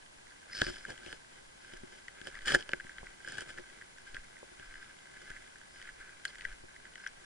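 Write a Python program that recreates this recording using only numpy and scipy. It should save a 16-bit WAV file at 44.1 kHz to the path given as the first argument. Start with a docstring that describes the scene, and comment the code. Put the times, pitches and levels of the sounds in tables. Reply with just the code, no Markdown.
"""Knocks ring the plastic housing of a small camera carried along a lane: its air cavity sings near 1.6 kHz.
Jolts thud through the shell as rounded pushes on low and panel modes, and grains of grit tick brightly.
Hand, strap and steps scuff as gritty friction noise that rings the same housing; the strap also squeaks.
Below this, slow noise rumbles as the grip sways, and the two microphones hiss and whine faintly."""
import sys
import numpy as np
from scipy import signal
from scipy.fft import rfft, irfft, next_fast_len
from scipy.io import wavfile

SR = 44100
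rng = np.random.default_rng(int(sys.argv[2]) if len(sys.argv) > 2 else 0)


def store_wav(level_fs):
    """Save 16-bit WAV to argv[1]."""
    pcm = np.round(np.clip(np.atleast_2d(level_fs), -1, 1) * 32767)
    wavfile.write(sys.argv[1], SR, pcm.T.astype(np.int16))


N = 319718  # length in samples

# Microphone hiss, shared by both sides and opposed between them: f/Hz, relative level/dB
SHARED_HISS = [(24, -13), (45, -4), (190, -6.5), (500, -12), (1000, -9.5), (1500, -17), (3100, -16),
               (4600, -14.5), (11000, -17.5), (22000, -20)]
OPPOSED_HISS = [(24, -52), (40, -22), (156, -8.5), (518, -5.5), (671, -4), (1240, -4.5), (1600, -9),
                (1720, -7), (2560, -9), (6720, -20.5), (11000, -24), (14300, -55), (22000, -120)]
SHARED_HISS_DB, OPPOSED_HISS_DB = -61.5, -59  # rms levels
WHINE_HZ, WHINE_WIDTH_HZ, WHINE_DB = 6790, 80, -75

# Steps of the walker that swing the grip: start t/s, hold/s, rumble level/dB
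STEPS = [(.02, 0.049, -83), (.66, .03, -46.5), (.8, 0.079, -58.5), (1.13, .02, -59), (1.37, .02, -62),
         (1.75, 0.022, -53), (2.33, 0.24, -52.5), (2.77, .02, -56), (3.02, 0.024, -51),
         (3.55, 0.052, -57.5), (4.14, 0.067, -52.5), (4.67, 0.092, -55.5), (5.32, 0.045, -54),
         (5.84, 0.19, -60), (6.4, .03, -58), (6.48, 0.029, -47), (6.6, 0.014, -58), (6.79, .02, -65),
         (7.12, .02, -61)]
REST_DB = -69  # rumble that is always there

# Scuffs: start t/s, hold/s, level/dB, then shell/dB and bass/dB relative to that level
SCUFFS = [(0.503, 0.043, -54.5, -9, -12), (0.567, .13, -45, -3.5, -10.5), (0.707, 0.043, -59.5, 5, 0.5),
          (0.898, 0.019, -49.5, -3.5, -1), (1.048, 0.095, -54.5, -3, -5.5), (1.35, 0.031, -65, -1.5, -2.5),
          (1.63, 0.14, -59.5, -4.5, -8.5), (1.926, 0.056, -59.5, -2.5, -4), (2.216, 0.013, -60, -14, -15),
          (2.273, 0.0085, -48, -4.5, -5.5), (2.348, 0.022, -47.5, -17, -22), (2.472, 0.058, -34, -5, -12),
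          (2.545, 0.008, -28.5, -7, -4), (2.585, 0.021, -47.5, -3.5, -3.5), (2.717, 0.017, -62, -5, 2.5),
          (2.98, 0.02, -59, -13, -8), (3.279, .14, -49.5, -3.5, -7.5), (3.492, 0.017, -52, -3.5, -8),
          (3.586, 0.01, -49.5, -10, -6), (3.8, 0.023, -67, -20, -25), (4.076, 0.02, -57, -7, -27),
          (4.151, 0.025, -50, -16, -16), (4.643, 0.033, -55.5, -9, -27), (4.716, 0.18, -57, -10, -15),
          (5.19, 0.091, -59, -5, -9), (5.304, 0.061, -54, -25, -21), (5.766, 0.11, -58.5, -5.5, -17),
          (5.862, 0.035, -54, -14, -23), (5.988, 0.14, -55.5, -13, -14.5), (6.265, .03, -53, -4.5, -15),
          (6.374, 0.12, -56, -21, -28), (6.74, 0.013, -62, -18, -22), (6.85, 0.017, -58.5, -15, -8),
          (7.009, 0.065, -52.5, -11, -20)]
# Light rubbing between the scuffs: t/s, level/dB
RUBBING = [(0, -66), (.45, -63), (.85, -55.5), (1.3, -66), (2.15, -61), (2.4, -58), (3.2, -59.5),
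           (3.75, -59), (3.95, -64), (4.5, -61), (4.9, -63), (5.4, -58), (5.65, -64), (6.1, -63.5),
           (6.5, -57.5), (6.65, -66), (7.25, -60.5)]
# Squeaks of the strap: start t/s, hold/s, level/dB
SQUEAKS = [(.53, 0.16, -48), (.73, 0.06, -60), (5.72, 0.049, -65), (6.27, 0.017, -71)]
RUB_SHARES_DB = -4, -6.5, -9, -9, -18  # upper cavity, shell, edge, bass, squeak against the rubbing level
EDGE_DB, SQUEAK_SHARE_DB = -7, -6.5  # in a scuff, relative to the shell
UPPER_DB, UPPER_SLOPE = -5, -0.7  # upper cavity in a -60 dB scuff; its change in dB per dB of level
# Shape of each kind of burst: rise/s, fall/s, quiet level/dB
SCUFF_SHAPE, SQUEAK_SHAPE, STEP_SHAPE = (0.048, 0.037, -68.5), (0.049, 0.12, -83), (0.095, 0.12, -72)

# Bright ticks of grit: t/s, peak level/dB, f/Hz, left minus right/dB
TICKS = [(0.5776, -41, 4900, -5), (0.6066, -38, 5140, 3.5), (0.647, -35, 4900, -3), (0.654, -42, 4700, -5),
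         (0.7821, -47, 5000, -3.5), (0.872, -55, 2980, 7), (1.082, -46, 2980, 0.0), (2.2463, -48, 5140, 0),
         (2.606, -41, 3100, 3.5), (3.2849, -53, 2940, 0.5), (3.336, -52, 3030, 0.0), (3.4122, -46, 3020, 2),
         (6.276, -46.5, 4540, -2), (6.28, -43, 4300, -9), (6.2974, -52, 4800, -2.0), (6.457, -53, 3110, -4),
         (7.074, -38, 5840, 1.5)]
# Jolts: t/s, low modes level/dB, panel modes/dB relative to them
THUDS = [(0.469, -63.5, 11.5), (0.6174, -24.5, -4.5), (0.668, -32, -16), (0.682, -39, -16),
         (0.699, -38, -11), (0.8874, -45.5, 0), (1.065, -46, -4.5), (1.0818, -47, -3), (1.1299, -48.5, 2),
         (1.736, -42, -11), (1.8345, -37.5, -28), (2.215, -46, -16), (2.2715, -44, 0.5), (2.547, -24.5, -6),
         (2.5544, -25.5, -32), (2.596, -45, -8), (2.693, -45, 2.5), (2.7347, -33.5, -4), (2.8483, -43, -7),
         (3.0307, -41.5, -0.5), (3.277, -48, -2), (3.3847, -47, 3), (3.4143, -42, -15), (3.5965, -49, -2),
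         (4.146, -43.5, -10), (4.4295, -46, 1.5), (4.5173, -47, -17), (4.598, -47.5, -9),
         (5.303, -42.5, -31), (6.4518, -48.5, -7), (6.6378, -45.5, -12)]

# Knocks: t/s, cavity level/dB, then upper cavity/dB, shell/dB, edge/dB relative to it, contact/ms
KNOCKS = [(0.3195, -40.5, -8, -24, -24, 3.2), (.532, -47, 14, -4, -9, 0.63), (.5777, -45, -4, 9, -14, 1.3),
          (0.6122, -26, -4, -18, -19, 2), (0.6169, -11.5, -10, -9, -20.5, 0.56),
          (.666, -27.5, -3, -8, -31, 0.7), (0.6947, -40, -12, -9, -27, 0.62),
          (0.767, -37.5, -9, -17, -19, 0.71), (0.8511, -28.5, -24, -23, -21, 0.64),
          (.903, -35.5, -20, -10, -8, 2), (0.977, -40, -9, -10, -17, 0.98), (1.032, -42, -12, -7, -18, 1),
          (1.0622, -42.5, 3, 2.5, -16, .7), (1.1272, -33.5, -16, -4.5, -14, 0.45),
          (1.2452, -48, 0, -11, -19, 1.1), (1.7356, -45.5, 5, 3, -17, 1.1), (1.772, -46, -5, -15, -9, 0.64),
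          (2.082, -42, 15, -0.5, -28, 0.56), (2.2143, -40.5, -8, -7, -15, .9),
          (2.2709, -27, -13, -11.5, -18, 0.43), (2.352, -40.5, 12, -1.5, -28, 2.1),
          (2.389, -35, 0, -10, -30, 0.62), (2.408, -48, 11, -4, -16, 0.81), (2.419, -42, -2, -5, -21, .64),
          (2.458, -33, -21, -2, -13, 1.4), (2.48, -19, -16, -7, -17.5, 2.1),
          (2.4923, -27, -3, -6, -23, 2.6), (2.5024, -24, -9, -9, -25, 2.1),
          (2.518, -32, -11, -13, -18, 1.6), (2.542, -19, -21, -11, -39, 1.4),
          (2.5474, -7, -13, -13, -20, 0.66), (2.553, -13, -20, -19, -23.5, 2),
          (2.597, -39, -15, -5, -17, 2.4), (2.608, -36.5, -9, -3, -14, .8), (2.6247, -47, -4, 4, -16, .7),
          (2.6917, -30, -4, -2, -45, 0.28), (2.7168, -42, -8, 2, -15, 1.5),
          (2.734, -21.5, 2, -13, -24.5, 0.22), (2.7988, -29, -9, -20, -37, 1.5),
          (2.8061, -33, 3, -20, -30, 0.2), (2.867, -41, -1, -17, -18, .9), (2.8933, -35, 1, -14, -29, .7),
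          (2.9826, -35, 5.5, -8, -30, 0.65), (3.0684, -38.5, 6.5, -15, -30, 0.49),
          (3.2462, -32, -14, -24, -22, 1.8), (3.2746, -31.5, -19, -12, -22, 0.9),
          (3.2846, -38, -15, -13, -6, 1.1), (3.3202, -31.5, -21, -24, -12.5, 2.1),
          (3.3819, -26, -17, -13, -17, 1.5), (3.407, -33, -13, -11, -7.5, 1.1),
          (3.426, -40, -14, -16, -15, .9), (3.5756, -34, -4, -12, -24, 1.2),
          (3.5831, -31.5, -1, -24, -24, 1.1), (3.698, -41, 2, -10, -21, 3.2),
          (3.8119, -43, 7, -25, -24, 1.2), (3.8205, -40, 2, -21, -24, 1.1),
          (3.9831, -41.5, -12, -8, -17, 0.92), (4.1439, -35, -9, -4.5, -19, 2.5),
          (4.166, -28.5, 0.5, -16, -35, 0.9), (4.3673, -52, 15, -14, -15, 0.57),
          (4.5967, -42.5, -10, -3.5, -15, 0.41), (4.7396, -41, 2, -11, -19, 0.98),
          (4.7543, -37, 1, -17, -28, 1.2), (4.827, -38, -8, -21, -30, 1.5),
          (5.3024, -38, -16, -14, -11.5, 1.3), (5.314, -37, 0, -24, -21, 1.6),
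          (5.3646, -50, 14.5, -11, -17, 0.64), (5.5571, -41, -8, -17, -23, 0.44),
          (5.6132, -43, -14, -19, -20, 1), (5.8145, -41, 0, -4, -22, 1.7),
          (5.8256, -40.5, 5, -0.5, -13, .47), (5.8746, -49.5, 14, -14, -16, .7),
          (5.889, -37, 5, -28, -25, 1.7), (6.091, -44, 2, -22, -21, 1.6),
          (6.252, -22.5, 2, -11, -13.5, 0.71), (6.2558, -34.5, -3, -7, -8, 1.5),
          (6.3547, -42.5, 9.5, -11, -12, 0.83), (6.409, -46.5, 12, 6.5, -21, 0.54),
          (6.418, -41.5, 8, -4, -23, 2.5), (6.45, -25, 8, -19, -29, 1.9),
          (6.5153, -39.5, -17, -18, -23, .9), (6.762, -46, 10, -10, -17, 0.95),
          (6.8522, -41, 2, -16, -27, 2.2), (6.9557, -41, 8, -3, -14, .6),
          (6.978, -39.5, -15, -12, -22, 1.4), (7.0423, -46.5, 14, -9, -21, .63),
          (7.0636, -26, 2.5, -16, -34, 1.15), (7.073, -49, 5, 6, 1, 0.93), (7.242, -47, -11, -18, -17, 1.3)]
KNOCK_PAN_DB, KNOCK_PAN_SPREAD_DB = -0.5, 3  # left minus right
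# Faint random taps, mean and spread: level/dB above the rubbing, then the last four columns of KNOCKS
TAP_MEAN = (10, -4, -9, -14, 1.1)
TAP_SPREAD = (2.5, 6, 5, 3, .4)

# Ways the housing rings: f/Hz, width/Hz, level/dB, left minus right/dB, right ahead of left/radians
CAVITY = [(1589.4, 88.5, -3, 1.5, 0.52), (1687, 108, -5, 0.5, .4)]
UPPER = [(1944, 222, 0, 1.3, 0.58)]
SHELL = [(2630, 350, -2.5, 3, -1), (3030, 144, -3.5, -8.5, 1), (3215, 246, -5.5, 17.5, -1.5),
         (3730, 1300, -1, 13.5, -3), (4600, 146, -12, -12.5, 2.36)]
EDGE = [(5520, 540, 4, 2, 0.76), (7440, 620, -14, -9, 0.97), (7000, 790, -5.5, -4, 0.43),
        (6900, 2600, 13, -3.5, 1.47), (8740, 170, -12, -11, 0.53)]
BASS = [(137, 110, -7, 0.17, 0.47), (227, 132, -5.5, 0.55, 0.81), (358, 26, -5, 1, 2.68)]
PANEL = [(570, 160, 0, 0, 1.3), (850, 420, 6, 0, 1.3)]
SQUEAK = [(5060, 130, 0, 0, .9), (4750, 350, -1, 0, .9)]
TOP_HZ = 10950  # the recorder passes little above this

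LEFT_RIGHT = np.array([[.5], [-.5]])  # splits a left-right difference evenly


def undb(db):
    """Turn decibels into an amplitude factor."""
    return 10 ** (np.asarray(db) / 20)


def unit(x):
    """Scale a sound to rms 1."""
    return x / np.sqrt(np.mean(x ** 2))


def coloured(points):
    """Noise of rms 1 whose spectrum follows (Hz, dB) points."""
    hz, db = np.transpose(points)
    n = next_fast_len(N)
    f = np.arange(n // 2 + 1) * SR / n + 1  # the 1 avoids log(0)
    shape = undb(np.interp(np.log(f), np.log(hz), db))
    white = rng.standard_normal(n)
    return unit(irfft(rfft(white) * shape, n)[:N])


def fade(x, ms):
    """Let every impulse die away exponentially with this time constant."""
    return signal.lfilter([1], [1, -np.exp(-1000 / (ms * SR))], x)


def contact_push(t, ms):
    """Force of one contact: it rises smoothly, peaks at half of ms and dies away."""
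    x = t * 2000 / max(ms, .1)
    return x * np.exp(-x)


def bursts(rows, rise_s, fall_s, quiet_db):
    """Gain of events that rise from quiet, hold and fade, straight in dB; one row per dB column."""
    t = np.arange(0, N + 64, 64) / SR  # one value per 64 samples
    start, hold, *db = np.transpose(rows)[..., None]
    before = np.maximum(start - t, 0) / rise_s
    after = np.maximum(t - start - hold, 0) / fall_s
    shape_db = -(before + after) * np.maximum(db[0] - quiet_db, 5)
    power = np.sum(undb(shape_db + np.array(db)) ** 2, axis=1)
    return np.repeat(np.sqrt(power), 64, axis=1)[:, :N]


def ring(force, modes, low_hz=0):
    """A force rings each mode; two microphones hear it with their own gain and phase."""
    if low_hz:  # little passes below this
        force = signal.sosfilt(signal.butter(4, low_hz, "high", fs=SR, output="sos"), force)
    out = 0
    for hz, width, db, pan_db, lead in modes:
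        pole = np.exp((2j * hz - width) * np.pi / SR)  # a wider mode dies sooner
        swing = signal.lfilter([1], [1, -pole], force)
        heard = np.imag(swing * np.exp(-1j * lead * LEFT_RIGHT))
        out = out + undb(db + pan_db * LEFT_RIGHT) * heard
    return out


def housing(cavity, upper, shell, edge):
    """The four upper families of modes each ring under their own force."""
    return [ring(cavity, CAVITY, 1300), ring(upper, UPPER, 1700),
            ring(shell, SHELL, 2500), ring(edge, EDGE, 4800)]


def hiss():
    """Steady microphone noise, with a thin wavering whine opposed left and right."""
    whine = unit(ring(rng.standard_normal(N), [(WHINE_HZ, WHINE_WIDTH_HZ, 0, 0, 0)])[0])
    shared = undb(SHARED_HISS_DB) * coloured(SHARED_HISS)
    opposed = undb(OPPOSED_HISS_DB) * coloured(OPPOSED_HISS) + undb(WHINE_DB) * whine
    return shared + opposed * np.array([[1], [-1]])


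def sway():
    """The moving grip flexes the housing: slow pressure swings, alike in both microphones."""
    gain = np.hypot(undb(REST_DB), bursts(STEPS, *STEP_SHAPE)[0])
    return gain * coloured([(3, 7.5), (14, 2.0), (45, -4), (110, -35.0), (400, -60)])


def grit(rate_hz, spread_db, smooth, slip_ms):
    """Friction noise of rms 1: short slips of uneven size over a smoother rubbing force."""
    sizes = undb(spread_db * rng.standard_normal(N))
    starts = (rng.random(N) < rate_hz / SR) * sizes
    strength = unit(fade(starts, slip_ms)) + smooth
    return unit(strength * rng.standard_normal(N))


def pressure():
    """Gain of cavity, upper cavity, shell, edge, bass and squeak under scuffs and light rubbing."""
    s, hold, db, shell_db, bass_db = np.transpose(SCUFFS)
    upper_db = UPPER_DB + UPPER_SLOPE * (db + 60)
    shares_db = np.c_[0 * db, upper_db, shell_db, shell_db + EDGE_DB, bass_db, shell_db + SQUEAK_SHARE_DB]
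    gain = bursts(np.c_[s, hold, db[:, None] + shares_db], *SCUFF_SHAPE)
    gain[-1] = np.hypot(gain[-1], bursts(SQUEAKS, *SQUEAK_SHAPE)[0])
    rub_db = np.interp(np.arange(N) / SR, *np.transpose(RUBBING))
    return np.hypot(gain, undb(rub_db + np.r_[0, RUB_SHARES_DB][:, None]))


def scuff(apart=0.76, bass_apart=0.54, panel_db=-4):
    """Gritty friction rings the whole housing; part of the force reaches each microphone alone."""
    force = grit(260, 4.0, 1.04, 2.9)
    alone = np.array([grit(330, 1.7, 1.0, 0.8) for _ in range(2)])
    near = force + apart * alone
    deep = force + bass_apart * alone
    upper_families = [unit(sound) for sound in housing(force, force, near, near)]
    bass = unit(ring(deep, BASS)) - undb(panel_db) * unit(ring(deep, PANEL, 220))
    squeak = unit(ring(grit(300, 4.0, 0.76, 3.8), SQUEAK, 4100))
    sounds = upper_families + [bass, squeak]
    return sum(gain * sound for gain, sound in zip(pressure(), sounds))


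def ticks(cycles=4.3, lead=0.65):
    """A grain of grit rings briefly, swelling for a few cycles and dying away; the right leads."""
    out = np.zeros((2, N + 512))
    t = np.arange(512) / SR
    for s, db, hz, pan_db in TICKS:
        x = hz * t / cycles
        swell = np.e * x * np.exp(-x)  # peaks at 1
        tone = np.sin(2 * np.pi * hz * t - lead * LEFT_RIGHT)
        i = int(s * SR)
        out[:, i:i + 512] += undb(db + pan_db * LEFT_RIGHT) * swell * tone
    return out[:, :N]


def thuds(push_ms=.2, shake_ms=8., shake=.05):
    """A jolt is a rounded push, then a short ragged shake; the panels swing against the low modes."""
    s, low_db, panel_db = np.transpose(THUDS)
    jolts = np.zeros((2, N))
    jolts[:, (s * SR).astype(int)] = undb([low_db, low_db + panel_db])
    shaking = shake * fade(jolts, shake_ms) * rng.standard_normal(N)
    push = contact_push(np.arange(256) / SR, push_ms)
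    low, panel = signal.lfilter(push / push.sum(), [1], jolts + shaking)
    return ring(low, BASS) - ring(panel, PANEL, 200)


def knocks(rattle=1.0, count=70):
    """While a contact lasts it pumps the cavity at its own pitch and rattles shell and edge."""
    t = np.arange(512) / SR
    taps = np.c_[rng.random(count) * N / SR, TAP_MEAN + TAP_SPREAD * rng.standard_normal((count, 5))]
    taps[:, 1] += np.interp(taps[:, 0], *np.transpose(RUBBING))
    pump = np.cos(2 * np.pi * np.array([[CAVITY[0][0]], [UPPER[0][0]]]) * t)
    forces = np.zeros((4, 2, N + 512))  # family, microphone, time
    for s, db, upper_db, shell_db, edge_db, ms in np.vstack([taps, KNOCKS]):
        noise = rng.standard_normal((4, 512))
        contact = contact_push(t, ms)
        swell = 2 * contact / contact.sum() * (pump + rattle * noise[:2])
        crack = contact / np.sqrt(np.sum(contact ** 2)) * noise[2:]
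        pan_db = KNOCK_PAN_DB + KNOCK_PAN_SPREAD_DB * rng.standard_normal()
        family_db = np.array([[0], [upper_db], [shell_db], [edge_db]])
        size = undb(db + family_db + pan_db * LEFT_RIGHT.T)
        i = int(s * SR)
        forces[..., i:i + 512] += size[..., None] * np.vstack([swell, crack])[:, None]
    return sum(housing(*forces[..., :N]))


def scene():
    """All layers together, from the background to the knocks."""
    return hiss() + sway() + scuff() + ticks() + thuds() + knocks()


def record(dry):
    """The recorder cuts the top steeply."""
    return signal.sosfilt(signal.ellip(10, .2, 70, TOP_HZ, fs=SR, output="sos"), dry)


dry = scene()
out = record(dry)
store_wav(out)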